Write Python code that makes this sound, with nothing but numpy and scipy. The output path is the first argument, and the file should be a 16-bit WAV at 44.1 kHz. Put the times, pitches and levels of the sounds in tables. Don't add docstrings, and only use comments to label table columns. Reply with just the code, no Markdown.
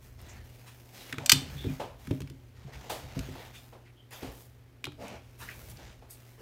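import sys
import numpy as np
from scipy import signal
from scipy.fft import rfft, irfft, next_fast_len
from scipy.io import wavfile
from scipy.ndimage import uniform_filter1d, map_coordinates

SR = 44100
rng = np.random.default_rng(int(sys.argv[2]) if len(sys.argv) > 2 else 0)


def file_out(sig):
    cols = np.atleast_2d(sig).T
    lim = np.clip(cols, -1, 1)
    pcm = np.round(lim * 32767).astype(np.int16)
    wavfile.write(sys.argv[1], SR, pcm)


N = 282681
T = np.arange(SR // 2) / SR


def amp(db):
    return 10 ** (np.asarray(db) / 20)


def unit(x):
    return x / np.sqrt(np.mean(x ** 2) + 1e-20)


def along(points, hz):
    f, v = np.transpose(points)
    return np.interp(np.log(hz + 1), np.log(f + 1), v)


def filtered(x, gain):
    m = next_fast_len(len(x) + 8192)
    spectrum = rfft(x, m) * gain(np.fft.rfftfreq(m, 1 / SR))
    return irfft(spectrum, m)[:len(x)]


def noise(gain, size):
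    return unit(filtered(rng.standard_normal(size), gain))


def hump(hz, centre, octaves):
    peak = 1 / (1 + (np.log2((hz + 1) / centre) / octaves) ** 2)
    return peak / np.sqrt(1 + (centre / 8 / (hz + 1)) ** 4)


def wobble(rate, size):
    knots = rng.standard_normal(int(size * rate / SR) + 4)
    return map_coordinates(knots, [np.arange(size) * rate / SR])


def patchy(x, depth_db):
    z = signal.stft(x, nperseg=1024)[2]
    field = rng.standard_normal(z.shape)
    for _ in range(2):
        field = uniform_filter1d(field, size=7, axis=0)
        field = uniform_filter1d(field, size=5, axis=1)
    return unit(signal.istft(z * amp(depth_db * unit(field)), nperseg=1024)[1][:len(x)])


def add(track, s, sound):
    start = max(round(s * SR), 0)
    part = track[start:start + len(sound)]
    part += sound[:len(part)]


# (f/Hz, t60/s)
ROOM_DECAY = [(150, 0.13), (1000, 0.23), (4000, 0.3), (8000, .26), (15000, 0.22)]
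# (f/Hz, level/dB)
WALL_COLOUR = [(100, 2.5), (1000, 3), (2000, -5.5), (3000, -0.5), (3700, 1.5), (4400, -0.5), (5200, -5),
               (8000, -3), (10000, -2.5), (15000, -8)]


def room(x):
    hz, _, z = signal.stft(rng.standard_normal(SR // 2), SR, nperseg=256)
    t = np.arange(z.shape[1]) * 128 / SR
    decay = amp(-60 * t / along(ROOM_DECAY, hz)[:, None])
    tail = signal.istft(z * decay, SR, nperseg=256)[1][:len(T)]
    tail = filtered(tail, lambda hz: amp(along(WALL_COLOUR, hz)))
    tail = tail * np.clip((T - .005) / 0.002, 0, 1)
    return signal.fftconvolve(x, tail / np.linalg.norm(tail))[:N]


# (f/Hz, relative level per Hz/dB)
AIR_COLOUR = [(15, -43.5), (25, -8.5), (70, -8), (120, -1.5), (145, -11), (175, -17), (373, -11),
              (911, -23.5), (1130, -24.5), (1890, -25), (7710, -40), (14800, -38.5), (16000, -44)]
# (f/Hz, rms level before swell/dB)
HUM_TONES = [(120, -56.5), (240, -75), (262, -71.5), (360, -78)]


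def background(air_db=-62):
    t = np.arange(N) / SR
    hum = np.zeros(N)
    for hz, db in HUM_TONES:
        swell = amp(.8 * wobble(5, N))
        drift = .25 * wobble(4, N)
        hum += np.sqrt(2) * amp(db) * swell * np.sin(2 * np.pi * hz * t + drift)
    return hum + amp(air_db) * noise(lambda hz: amp(along(AIR_COLOUR, hz)), N)


# (f/Hz, level/dB)
HOLLOW_COLOUR = [(100, -8), (280, -6.5), (450, 1), (850, -0.5), (1300, -9), (2000, -13), (3000, -9.5),
                 (6000, -15), (15000, -16.5)]
# (t/s, relative level/dB, brightness corner f/Hz)
FAR_KNOCKS = [(1.797, -34.5, 1350), (2.669, -52.5, 804), (2.841, -52, 895), (2.896, -33.5, 10200),
              (3.349, -45.5, 980), (3.725, -51, 1405), (4.223, -42.5, 3570), (5.788, -51.5, 1800),
              (6.02, -55, 1110)]
KNOCK_RISE_S, KNOCK_T60_S = 0.0021, 0.38


def knocks():
    out = np.zeros(N)
    for s, db, corner_hz in FAR_KNOCKS:
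        dulled = lambda hz: amp(along(HOLLOW_COLOUR, hz)) / np.sqrt(1 + (hz / corner_hz) ** 2)
        wash = noise(dulled, len(T))
        rise = 1 - np.exp(-T / KNOCK_RISE_S)
        add(out, s, amp(db + 1 - 60 * T / KNOCK_T60_S) * wash * rise)
    return out


# (t/s, effort level/dB)
ARM_EFFORT = [(0.0, -60), (0.36, -53), (0.59, -64), (1.07, -69), (1.55, -46.5), (1.91, -58.5), (2.23, -57),
              (2.71, -61.5), (3.28, -54), (3.8, -67), (4.12, -69), (4.28, -60.5), (4.8, -69.5),
              (5.0, -56.5), (5.32, -62.5), (5.75, -51.5), (6.16, -66), (6.41, -63.5)]
# (f/Hz, relative level per Hz/dB)
RUMBLE_COLOUR = [(15, -43), (24, -24.5), (38, -4), (55, -0.5), (85, -1.5), (150, -13), (300, -29),
                 (700, -50.5)]
# (t/s, length/s, relative rub level/dB, relative skin hiss level/dB)
PALM_SLIDES = [(0.0, 0.063, -63.5, -61.5), (0.169, 0.2, -57, -66), (0.418, 0.6, -62.5, -63),
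               (0.92, 0.18, -52, -56), (1.16, 0.32, -52, -68), (1.323, 0.073, -46.5, -53),
               (1.478, 0.27, -52, -57.5), (1.973, 0.19, -58, -62), (2.542, 0.2, -62, -77.5),
               (2.718, 0.51, -53.5, -64.5), (3.134, 0.34, -52.5, -60.5), (3.51, 0.17, -63.5, -62.5),
               (4.105, 0.18, -53.5, -61.5), (4.297, 0.12, -62.5, -56.5), (4.985, 0.15, -53, -73),
               (5.221, 0.19, -66.5, -71), (5.371, 0.35, -57, -55.5), (5.753, 0.15, -56, -72),
               (6.076, 0.25, -64.5, -64)]
# (f/Hz, relative level per Hz/dB)
RUB_COLOUR = [(120, -35), (200, -1.5), (256, -8), (453, -7.5), (887, -8.5), (1120, -13.5), (2180, -11.5),
              (4790, -18.5), (6530, -20), (10000, -35.5), (13000, -54), (22000, -120)]
# (f/Hz, relative level per Hz/dB)
HISS_COLOUR = [(2000, -19), (5000, -2.5), (8000, -2.5), (10500, -2), (13500, 1.5), (16000, -0.5)]
PALM_ATTACK_S, PALM_RELEASE_S = .03, 0.43
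RUMBLE_DB = 3.5
SLEEVE_RUB_DB, SLEEVE_HISS_DB, SLEEVE_GROWS = -69.5, -75, 0.43


def hands(grain_db=2):
    t = np.arange(N) / SR
    effort_db = np.interp(t, *np.transpose(ARM_EFFORT))
    rustle_db = SLEEVE_GROWS * (effort_db - effort_db.mean())
    start, length, rub_db, hiss_db = np.transpose(PALM_SLIDES)[:, :, None]
    hold = np.clip((t - start) / PALM_ATTACK_S, 0, 1)
    contact = hold * amp(-60 * np.maximum(t - start - length, 0) / PALM_RELEASE_S)
    rubbing = np.hypot(np.linalg.norm(amp(rub_db) * contact, axis=0), amp(SLEEVE_RUB_DB + rustle_db))
    hissing = np.hypot(np.linalg.norm(amp(hiss_db) * contact, axis=0), amp(SLEEVE_HISS_DB + rustle_db))
    grain = unit(amp(grain_db * wobble(400, N)))
    rumble = amp(RUMBLE_DB + effort_db) * noise(lambda hz: amp(along(RUMBLE_COLOUR, hz)), N)
    rub = rubbing * patchy(noise(lambda hz: amp(along(RUB_COLOUR, hz)), N), depth_db=1.5)
    hiss = amp(-1.0) * hissing * noise(lambda hz: amp(along(HISS_COLOUR, hz)), N)
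    return rumble + grain * (rub + hiss)


# (t/s, length/s, level at full speed/dB, centre f/Hz, width/octaves)
SLIDING_STROKES = [(0.251, 0.2, -57, 1870, 0.29), (.28, 0.068, -56.5, 6300, 0.23),
                   (0.656, 0.086, -53.5, 1720, 1.3), (0.923, 0.28, -54.5, 3670, 0.92),
                   (1.166, 0.19, -48, 600, 0.54), (1.56, 0.14, -48, 3510, 0.1),
                   (1.671, .07, -54.5, 2440, 0.025), (2.719, 0.064, -51, 2200, 0.62),
                   (3.394, 0.081, -51, 2060, 0.33), (3.529, 0.11, -51, 2600, 1.2),
                   (3.845, 0.076, -58.5, 2133, 0.46), (3.948, 0.16, -67.5, 3090, .07),
                   (4.105, 0.11, -47, 1384, 1.6), (4.109, 0.21, -57.5, 14040, .44),
                   (4.206, 0.23, -51, 360, 0.6), (4.975, 0.26, -44.5, 570, 0.59),
                   (4.98, 0.23, -49.5, 231, 0.37), (5.039, 0.19, -54, 2470, 0.39),
                   (5.386, 0.049, -53, 12900, 0.58), (5.398, 0.092, -44.5, 1410, 1.34),
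                   (5.466, .11, -46, 1810, 0.54), (5.692, .04, -50.5, 9150, 3.4),
                   (5.789, 0.2, -64.5, 5930, 0.42), (6.092, 0.086, -49, 10440, 1),
                   (6.368, 0.14, -51, 367, 0.83)]
STROKE_RISE = 0.24


def strokes(grip_db=0.5):
    out = np.zeros(N)
    for s, length, db, centre_hz, octaves in SLIDING_STROKES:
        speed = np.interp(T / length, [0, STROKE_RISE, 1], [0, 1, 0])
        friction = patchy(noise(lambda hz: hump(hz, centre_hz, octaves), len(T)), depth_db=3.0)
        grip = unit(amp(grip_db * wobble(250, len(T))))
        add(out, s, amp(db) * speed * friction * grip)
    return out


# (f/Hz, level/dB, t60/s)
TABLE_MODES = [(60.5, -14, 0.27), (93, -2, 0.098), (131, -8, 0.053), (139.65, -2.5, 0.2), (191, -7.5, 0.11),
               (265.6, -4, 0.22), (275.5, -8.5, 0.31), (346, -1.5, 0.083), (396, -3, .09), (480, -4.5, .08),
               (618, -15.5, 0.3)]
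# (t/s, landing level/dB, softness corner f/Hz, delay to settling/s, settling level/dB)
TABLE_THUMPS = [(1.128, -35, 800, 0.021, -52), (1.18, -30.5, 650, .029, -34),
                (1.326, -23.5, 377.4, .021, -21.5), (1.417, -34.5, 350, 0.058, -35.5),
                (1.547, -28, 130, .02, -42), (1.645, -26, 520, 0.019, -19.5), (1.70, -27, 293, .02, -33),
                (2.074, -29.5, 254, 0.021, -48), (2.108, -19.5, 600, .018, -24),
                (2.203, -29, 355, .018, -35), (2.22, -25.5, 106, 0.0294, -37),
                (2.301, -35.5, 302, 0.0207, -40.5), (2.645, -32, 150, .1, -32),
                (3.0, -44, 200, .036, -31.5), (3.1657, -26.5, 507, .025, -32),
                (3.191, -23, 110, 0.036, -40), (3.284, -34, 400, 0.018, -35),
                (4.229, -29.5, 567, 0.0078, -48), (4.235, -32, 103.6, .034, -30),
                (4.845, -42, 793, 0.028, -34.5)]
CONTACT_CYCLES = 1
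SETTLE_DULLING = 0.55


def thumps():
    out = np.zeros(N)
    mode_hz, mode_db, t60 = np.transpose(TABLE_MODES)[:, :, None]
    for start, landing_db, landing_hz, delay, settle_db in TABLE_THUMPS:
        landing = (start, landing_db, landing_hz)
        settling = (start + delay, settle_db, SETTLE_DULLING * landing_hz)
        for s, db, corner_hz in [landing, settling]:
            size = amp(mode_db + rng.normal(0, 3.2, mode_hz.shape))
            size = size / np.sqrt(1 + (mode_hz / corner_hz) ** 6)
            pitch = mode_hz * (1 + rng.normal(0, 0.031, mode_hz.shape))
            phase = rng.uniform(0, 2 * np.pi, mode_hz.shape)
            modes = size * np.sin(2 * np.pi * pitch * T + phase) * amp(-60 * T / t60)
            ring = np.sum(modes, 0) / np.linalg.norm(size)
            build_up = 1 - np.exp(-(T * corner_hz / CONTACT_CYCLES) ** 2)
            add(out, s, amp(db) * ring * build_up)
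    return out


# (t/s, relative level/dB, centre f/Hz, width/octaves)
LIGHT_TICKS = [(0.215, -51, 11670, 0.55), (1.1259, -24, 1949, .6), (1.1413, -38, 1480, .6),
               (1.1827, -29.5, 1800, 0.6), (1.2603, -27.5, 7600, 0.24), (1.7989, -42, 1500, 0.43),
               (2.072, -39.5, 1474, 1.05), (2.108, -36, 594, 0.61), (2.11, -37.5, 2710, 0.61),
               (2.2042, -40.5, 1940, 2), (2.218, -40.5, 2480, 1), (2.274, -47, 2390, 0.87),
               (2.2992, -47.5, 2970, 1.37), (3.1913, -34, 2650, 1.13), (4.108, -49, 11000, 1.5),
               (4.8417, -27.5, 2370, 0.66), (4.853, -32, 3080, 0.56), (4.868, -34.5, 998, .6),
               (4.920, -47.5, 1500, 0.89), (5.081, -45.5, 6900, 0.66), (5.488, -36, 1925, 0.2),
               (5.771, -48, 4470, 0.47), (6.1079, -43, 9960, .5)]
TICK_T60_S = .023


def ticks():
    out = np.zeros(N)
    for s, db, centre_hz, octaves in LIGHT_TICKS:
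        burst = noise(lambda hz: hump(hz, centre_hz, octaves), len(T))
        attack = 1 - np.exp(-T / 0.00027)
        add(out, s, amp(db + 0.5 - 60 * T / TICK_T60_S) * burst * attack)
    return out


# (t/s, relative level/dB, chatter time/s, ring level/dB, treble tilt/dB per octave)
STEEL_CLACKS = [(1.2606, -23.5, 0.0018, -3.5, 2.5), (1.2951, -8, .003, -1, -1.5),
                (1.314, -31.5, .001, 1, -2.5), (1.318, -7, 0.0044, -0.5, -0.5),
                (1.3319, -23, 0.0035, -4, 1.5)]
# (f/Hz, level/dB, t60/s)
SPRING_MODES = [(2400, -6.5, 0.26), (3585, 0.5, 0.27), (4380, -10.5, 0.51), (5730, -9.5, 0.3),
                (7240, -6.5, 0.15), (8500, -19.5, 0.35)]
SPRING_DB = -28


def spring():
    out = np.zeros(N)
    mode_hz, mode_db, t60 = np.transpose(SPRING_MODES)[:, :, None]
    for s, db, *_ in STEEL_CLACKS:
        phase = rng.uniform(0, 2 * np.pi, mode_hz.shape)
        ring = np.sum(amp(mode_db - 60 * T / t60) * np.sin(2 * np.pi * mode_hz * T + phase), 0)
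        waver = amp(4.4 * wobble(120, len(T)))
        add(out, s, amp(db + SPRING_DB) * ring * waver)
    return out


# (f/Hz, width/Hz, level before width weighting/dB)
SLIDE_MODES = [(1550, 86, -11), (1990, 64, -11), (2480, 110, -3), (3050, 77, -2), (3560, 140, -6),
               (4770, 92, 0), (5040, 90, -9), (5310, 79, -7), (5820, 39, -7), (6030, 56, -3),
               (6280, 110, -6), (7280, 94, -11), (7860, 49, -13), (8140, 200, -10), (8680, 78, -15),
               (8960, 46, -16), (9310, 84, -17), (10000, 57, -15), (10700, 240, -15), (11500, 88, -14),
               (11800, 89, -14), (12700, 130, -10), (13200, 140, -14), (14000, 120, -12), (14300, 94, -13),
               (14700, 73, -19)]
# (f/Hz, relative level per Hz/dB)
CRACK_COLOUR = [(300, -47), (700, -23), (1050, -12), (1350, -4), (1900, -8.5), (2600, -1), (3900, -1.5),
                (4600, 6), (5600, -3.5), (8200, -6), (9800, -13), (14000, -13), (16000, -18)]


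def clacks():
    out = np.zeros(N)
    mode_hz, width, mode_db = np.transpose(SLIDE_MODES)[:, :, None]
    attack = 1 - np.exp(-T / .00015)
    for s, db, chatter, ring_db, tilt in STEEL_CLACKS:
        slope = lambda hz: amp(tilt * np.log2((hz + 100) / 4500))
        free = np.maximum(T - chatter, 0)
        size = amp(mode_db + rng.normal(0, 1, mode_hz.shape)) * np.sqrt(width) * slope(mode_hz)
        phase = rng.uniform(0, 2 * np.pi, mode_hz.shape)
        modes = size * np.sin(2 * np.pi * mode_hz * T + phase) * np.exp(-np.pi * width * free)
        ring = np.sum(modes, 0) / np.linalg.norm(size)
        crack = noise(lambda hz: amp(along(CRACK_COLOUR, hz)) * slope(hz), len(T))
        crack = crack * amp(-4.5 - 60 * free / 0.024)
        add(out, s, amp(db) * (amp(ring_db) * ring + crack) * attack)
    return out


def scene():
    steel = clacks() + spring()
    handling = ticks() + thumps() + strokes()
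    near = steel + amp(-16.0) * room(steel) + handling + amp(-14.5) * room(handling)
    return (near + knocks() + hands() + background())[None]


TOP_HZ = 15800


def record(dry):
    rounded = dry[0] / (1 + np.abs(dry[0]) ** 6) ** (1 / 6)
    lean = filtered(rounded, lambda hz: 1 / np.sqrt(1 + (34 / (hz + 1)) ** 8))
    return filtered(lean, lambda hz: np.clip((TOP_HZ - hz) / 500 + .5, 0, 1))[None]


dry = scene()
out = record(dry)
file_out(out)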